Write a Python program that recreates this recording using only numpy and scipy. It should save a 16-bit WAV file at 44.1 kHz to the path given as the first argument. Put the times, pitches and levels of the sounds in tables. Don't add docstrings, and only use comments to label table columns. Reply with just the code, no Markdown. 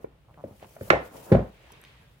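import sys
import numpy as np
from scipy import signal
from scipy.fft import rfft, irfft
from scipy.io import wavfile
from scipy.ndimage import uniform_filter1d

SR = 44100
rng = np.random.default_rng(int(sys.argv[2]) if len(sys.argv) > 2 else 0)


def ratio_of_db(decibels):
    return 10 ** (np.asarray(decibels, float) / 20)


def to_wav(sig):
    pcm = np.clip(np.atleast_2d(sig), -1, 1) * 32767
    pcm = np.round(pcm).astype(np.int16)
    wavfile.write(sys.argv[1], SR, pcm.T)


N = 97020
LANDING_S = 0.9014


def read(points, hz):
    f, value = np.transpose(points)
    return np.interp(np.log(hz + 1), np.log(f + 1), value)


def curve(points):
    s, db = np.transpose(points)
    return ratio_of_db(np.interp(np.arange(N) / SR, s, db, -120, -120))


def add(mix, s, sound, lag=0, pan_db=0):
    left = (s * SR + lag, ratio_of_db(pan_db / 2))
    right = (s * SR, ratio_of_db(-pan_db / 2))
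    for ch, (at, gain) in enumerate([left, right]):
        part = mix[ch, round(at):][:len(sound)]
        part += gain * sound[:len(part)]


def blip(hz, cycles):
    u = np.arange(int(12 * cycles * SR / hz) + 2) / SR * hz / max(cycles, .1)
    swell = np.e * u * np.exp(-u) * np.exp(-.1 * u ** 2)
    return swell * np.sin(2 * np.pi * cycles * u)


def ring(modes, size):
    t = np.arange(size) / SR
    return -sum(ratio_of_db(db - 60 * t / t60) * np.sin(2 * np.pi * hz * t) for hz, db, t60 in modes)


# (frequency [Hz], likeness [0-1])
LIKENESS = [(60, 0.94), (300, 0.89), (700, 0.24), (1500, .1), (4000, 0.03), (12000, .05)]


def alike(z, hz):
    same = np.clip(read(LIKENESS, hz), -1, 1)[:, None]
    side = np.sqrt((1 - same) / 2) * z[1]
    return np.sqrt((1 + same) / 2) * z[0] + np.array([side, -side])


def noise(tone, patchy_db, flicker_db):
    frames, hz = N // 128 + 5, np.fft.rfftfreq(512, 1 / SR)
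    a, b, patches = rng.standard_normal((frames, 257, 2, 3)).T
    patches = uniform_filter1d(patches[0], size=8, axis=0)
    patches = uniform_filter1d(patches, size=12, axis=1)
    flicker = uniform_filter1d(rng.standard_normal(frames), size=3)
    db = read(tone, hz)[:, None]
    db = db + patchy_db * patches / patches.std() + flicker_db * flicker / flicker.std()
    x = signal.istft(alike(a + 1j * b, hz) * ratio_of_db(db), nperseg=512, noverlap=384)[1][:, :N]
    return x / x.std()


# (frequency [Hz], level [dB])
AIR_TONE = [(25, -13.5), (55, -4), (90, -17.5), (135, -10.5), (220, -29), (600, -36.5), (3000, -40),
            (6000, -54), (16000, -55.5)]
AIR_DB = -55.5


def hush():
    hz = np.fft.rfftfreq(N, 1 / SR)
    a, b = rng.standard_normal((2, 2, len(hz), 1))
    z = alike(a + 1j * b, hz) * ratio_of_db(read(AIR_TONE, hz))[:, None]
    x = irfft(z[..., 0], N)
    return ratio_of_db(AIR_DB) * x / x.mean(0).std()


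# (frequency [Hz], t60 [s])
ROOM_DECAY = [(60, 0.19), (200, 0.25), (600, 0.23), (1500, 0.38), (4000, 0.22), (10000, 0.17)]


def room(x):
    taps = np.zeros((2, SR // 2))
    jitter = rng.integers(0, 20, (2, (SR // 2 - 121) // 20))
    at = np.arange(120, SR // 2 - 20, 20) + jitter
    np.put_along_axis(taps, at, rng.choice([-1., 1.], at.shape), 1)
    hz, t, z = signal.stft(taps, SR, nperseg=512)
    decay = ratio_of_db(-60 * t / read(ROOM_DECAY, hz)[:, None])
    tail = signal.istft(alike(z, hz) * decay, SR, nperseg=512)[1]
    return signal.fftconvolve(x.mean(0)[None], tail / np.linalg.norm(tail[0]), axes=1)[:, :N]


# (time [s], level [dB])
BRUSH = [(1.38, -78), (1.55, -63.5), (1.72, -57), (1.82, -61), (1.87, -57.5), (2.03, -63), (2.2, -72.5)]
# (frequency [Hz], level [dB])
BRUSH_TONE = [(530, -71.5), (900, -34), (935, -8.5), (1120, -12), (2310, -8), (3530, -12.5), (5400, -23.5),
              (9000, -31.5), (11700, -35.5), (19800, -120)]
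# (time [s], level [dB], t60 [s])
RATTLES = [
    (.903, -38.5, 0.4),
    (1.318, -41, 0.29),
]
SCUFF_S, SCUFF_LENGTH_S, SCUFF_DB = 0.6316, 0.022, -56.5


def brushing():
    t = np.arange(N) / SR
    scuff = ratio_of_db(SCUFF_DB) * np.exp(-((t - SCUFF_S) / SCUFF_LENGTH_S) ** 2)
    rattle = np.zeros(N)
    for s, db, t60 in RATTLES:
        onset = np.clip((t - s) / .006, 0, 1)
        rattle += onset * ratio_of_db(db - 60 * abs(t - s) / t60)
    return (curve(BRUSH) + scuff + rattle) * noise(BRUSH_TONE, patchy_db=1.45, flicker_db=0.23)


# (start [s], length [s], slip rate [1/s], level [dB])
CREAKS = [
    (0.285, .03, 125, -47),
    (.3748, 0.037, 148, -40),
]
# (time [s], level [dB], pitch [Hz], length [cycles])
TICKS = [(0.598, -49, 2470, .6), (0.709, -55, 5900, 5.7), (.833, -40.5, 11970, 9.5),
         (0.886, -41, 11900, 7.5), (1.011, -49, 10100, .8), (1.7203, -34.5, 11400, 0.87),
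         (1.725, -45.5, 5770, 1.7), (1.815, -43.5, 12120, 2.5), (1.8157, -46.5, 8340, 2.1),
         (1.8388, -37.5, 2360, 0.45), (1.8393, -45, 9050, 2.1), (1.8397, -52, 6070, 5),
         (1.8505, -37, 2946, 0.57), (1.8507, -49, 12250, 2), (2.025, -64, 1628, 30),
         (2.004, -73, 10300, 135), (.3425, -49.5, 2000, .5), (0.628, -45, 3186, .6),
         (.633, -51.5, 4200, .6), (.645, -47, 2800, .6), (0.765, -49, 1500, .8), (.811, -49, 1600, .7),
         (1.3215, -40, 3530, .6), (1.3255, -32, 3300, .6), (1.354, -34.5, 2600, .7)]
CREAK_HZ, CREAK_CYCLES, CREAK_BODY_DB = 790, 0.39, -5
CREAK_LOW_HZ, CREAK_HIGH_HZ = 560, 1480
TICK_GRIT_DB, TICK_GRIT_S = -12, .002


def fingers():
    out, slips = np.zeros((2, 2, N))
    for start, length, rate, db in CREAKS:
        at = np.arange(0, length, 1 / rate)
        for s, (early, size) in zip(at, rng.standard_normal((12, 2))):
            slip = start + s + 0.00036 * early
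            add(slips, slip, -ratio_of_db(db + 1.5 + 1.1 * size) * blip(CREAK_HZ, CREAK_CYCLES), 6)
            add(out, slip, -ratio_of_db(db + CREAK_BODY_DB) * blip(rate, 0.28), 3)
    t = np.arange(800) / SR
    for (s, db, hz, cycles), grit in zip(TICKS, rng.standard_normal((len(TICKS), 800))):
        click = blip(hz, cycles)
        crumbs = ratio_of_db(TICK_GRIT_DB) * np.exp(-t / TICK_GRIT_S) * grit / np.linalg.norm(click)
        crumbs[0] = 1
        add(out, s, -ratio_of_db(db) * np.convolve(crumbs, click), 1)
    band = signal.butter(3, [CREAK_LOW_HZ, CREAK_HIGH_HZ], "band", fs=SR, output="sos")
    return out + signal.sosfilt(band, slips)


# (time [s], level [dB])
DRAG = [(0, -56), (.2, -72.5), (.38, -60.5), (.52, -57), (.58, -67), (.63, -50), (.68, -63), (.8, -55),
        (.86, -51), (1.02, -47), (1.1, -58), (1.15, -44), (1.22, -49.5), (1.29, -46), (1.34, -28.5),
        (1.55, -64), (1.72, -58), (2.2, -69.5)]
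# (frequency [Hz], level [dB])
DRAG_TONE = [(60, -41), (130, -2), (200, -11.5), (300, -13), (520, -8), (1130, -18), (2500, -35),
             (5500, -86.5)]


def dragging():
    return curve(DRAG) * noise(DRAG_TONE, patchy_db=1.2, flicker_db=1.8)


# (time [s], level [dB])
SLIDE = [(0, -78), (.03, -64.5), (.08, -93), (.42, -72), (.6, -63.5), (.66, -64), (.74, -59.5), (.79, -63),
         (.83, -54), (.895, -52.5), (.97, -80), (1.03, -63), (1.06, -53.5), (1.1, -64), (1.15, -53.5),
         (1.31, -55), (1.39, -70), (2.2, -74)]
# (frequency [Hz], level [dB])
SLIDE_HISS = [(880, -33), (1500, -15.5), (1640, -6.5), (2100, -3), (3150, -2), (3380, -6), (10500, -4.5),
              (16000, -4)]


def sliding():
    sides = ratio_of_db(np.array([[1.5], [-.5]]))
    return curve(SLIDE) * sides * noise(SLIDE_HISS, patchy_db=1.1, flicker_db=1.6)


# (time [s], force [dB], contact [ms])
BLOWS = [
    (0.046, -57.5, 0.94),
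    (0.441, -45, 1.7),
    (.51, -49, 1.64),
    (0.629, -54, 1),
    (0.811, -37.5, 2),
    (0.903, -34.5, 3),
    (.934, -41.5, 2.7),
    (1.318, -21, 1.37),
    (1.3237, -11, 1.6),
]
# (frequency [Hz], level [dB], t60 [s])
BOARD = [(99.5, -2, 0.2), (126.4, 3, .18), (168, 0.5, 0.053), (202.3, 0.5, .2), (259.6, -5.5, 0.12),
         (354.7, -10, 0.22), (388.5, -3, 0.16), (469.6, -5.5, 0.078), (525.3, -0.5, .17), (578, -10, 0.094),
         (740, -17.5, 0.063), (811, -5.5, .2), (1040, -11.5, .25)]
# (time [s], level [dB], pitch [Hz])
BOOMS = [
    (0.444, -72, 82),
    (.635, -55, 65),
    (0.913, -25, 62.4),
    (1.321, -11.5, 58.1),
]
BOOM_RISE_S, BOOM_T60_S = 0.017, 0.29
BOARD_LOW_HZ = 70


def shelf():
    force, out, t = np.zeros((2, N)), np.zeros((2, N)), np.arange(SR // 2) / SR
    for s, db, ms in BLOWS:
        push = np.hanning(int(ms * SR / 1000) + 3)
        add(force, s, ratio_of_db(db) * push / push.sum(), 3)
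    for s, db, hz in BOOMS:
        swell = 1 - np.exp(-t / BOOM_RISE_S)
        add(out, s, swell * ring([(hz, db, BOOM_T60_S)], size=SR // 2))
    low_cut = signal.butter(2, BOARD_LOW_HZ, "high", fs=SR, output="sos")
    board = signal.sosfilt(low_cut, ring(BOARD, size=SR // 2))
    return out + signal.fftconvolve(force, board[None], axes=1)[:, :N]


# (time [s], level [dB], pitch [Hz], length [cycles], left lag [samples])
KNOCKS = [(.044, -20.5, 485, 0.81, 34), (.343, -55.5, 560, 1.16, 12), (.439, -25.5, 554, 1.4, 9.5),
          (0.445, -34.5, 304, 1.03, 13.5), (.457, -37.5, 200, 0.85, 4), (.481, -42.5, 495, 1.5, 4),
          (.627, -32, 618, 0.59, 9), (.643, -45.5, 870, 1.7, 7), (.765, -35.5, 636, 1.37, 9.5),
          (.792, -61, 597, 3.4, 16), (.810, -27.5, 525, 1.67, 8), (.813, -33.5, 326, .7, 9),
          (.817, -30.5, 213, 0.49, 17), (0.878, -39, 595, 0.96, -3.5), (.905, -7.5, 563, 0.86, -10),
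          (.903, -19, 148.4, 0.64, 1.5), (.906, -16, 336, 1.6, 5.5), (.924, -12, 700, 0.98, -16),
          (.9333, -6, 551, 0.8, 9), (.941, -14, 519, 1.06, 6), (.957, -18, 806, 0.93, 6.5),
          (.967, -18.5, 700, 0.82, 4), (1.001, -29, 518, 1.9, -0.5), (1.06, -37.5, 500, 1.95, -0.5),
          (1.317, -7, 422, 0.88, 6.5), (1.334, -8, 190.6, 0.72, 9), (1.363, -14, 178, 0.96, 2.5),
          (1.35, -6.5, 586, 1.04, -6.5), (1.392, -18, 440, 0.65, -4.5), (1.417, -30, 198, 2, -6),
          (1.443, -36, 504, 2.6, -6.5), (1.704, -44.5, 930, 1.6, 9)]
KNOCK_PAN_DB = 1


def knocks(heavy):
    out = np.zeros((2, N))
    for s, db, hz, cycles, lag in KNOCKS:
        if heavy == (s > LANDING_S):
            add(out, s, ratio_of_db(db) * blip(hz, cycles), lag, KNOCK_PAN_DB)
    return out


# (time [s], level [dB], left lag
CRACKS = [(0.046, -46.5, 2.4), (0.342, -55.5, 8.2), (.44, -53, 3.4), (0.626, -56, 6.6), (.645, -48.5, 6),
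          (0.765, -47, 6), (0.81, -42, 7.6), (0.9014, -13.5, 9), (0.9035, -2, 13.84), (.909, -9.5, 8.9),
          (1.32, -24, 8), (1.3249, -23.5, 6.1), (1.347, -28, 9.7), (.933, -21.5, 8), (0.958, -33, 8),
          (1.333, -28, 7), (1.341, -33.5, 9.1), (1.353, -28, 6), (1.392, -39.5, 7.6)]
# (frequency [Hz], level [dB])
COVER_TONE = [(400, -38.5), (900, -1), (1600, 2.5), (2250, -1), (2900, -18), (4000, -19), (7000, -36),
              (16000, -49.5)]
# (frequency [Hz], level [dB], t60 [s])
COVER_RING = [(1065, -25, .15), (1399, -23, 0.063), (1444, -18, 0.05), (1838, -23, 0.24),
              (2257, -28.5, 0.14), (2310, -21, 0.085), (2644, -33.5, 0.12)]
SLAP_PAN_DB, CRACK_T60_S = -5.5, 0.022


def cracks():
    out, t, hz = np.zeros((2, N)), np.arange(2048) / SR, np.fft.rfftfreq(2048, 1 / SR)
    fade = np.minimum(t / 0.00027, 1) * ratio_of_db(-30 * t / CRACK_T60_S)
    for (s, db, lag), grit in zip(CRACKS, rng.standard_normal((len(CRACKS), 2048))):
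        z = rfft(grit * fade ** 2)
        crack = fade * irfft(z / abs(z) * ratio_of_db(read(COVER_TONE, hz)))
        add(out, s, ratio_of_db(db) * crack / abs(crack).max(), lag, SLAP_PAN_DB)
        add(out, s, ratio_of_db(db) * ring(COVER_RING, size=SR // 4), lag, SLAP_PAN_DB)
    return out


def scene():
    parts = [  # (sound, room send in dB)
        (fingers(), -12),
        (shelf(), -15.5),
        (knocks(False), -9),
        (knocks(True), -6),
        (cracks(), -8.5),
    ]
    direct = sum(x for x, _ in parts)
    reflected = room(sum(x * ratio_of_db(db) for x, db in parts))
    rubbing = sliding() + dragging() + brushing()
    return direct + reflected + rubbing + hush()


def band_limit(x):
    return signal.sosfilt(signal.butter(12, 16470, fs=SR, output="sos"), x)


def record(dry):
    low_cut = signal.butter(3, 63.3, "high", fs=SR, output="sos")
    top_cut = signal.firwin(511, 15950, window=("kaiser", 9), fs=SR)
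    mix = signal.oaconvolve(signal.sosfilt(low_cut, dry), top_cut[None], "same")
    return band_limit(mix)


dry = scene()
out = record(dry)
to_wav(out)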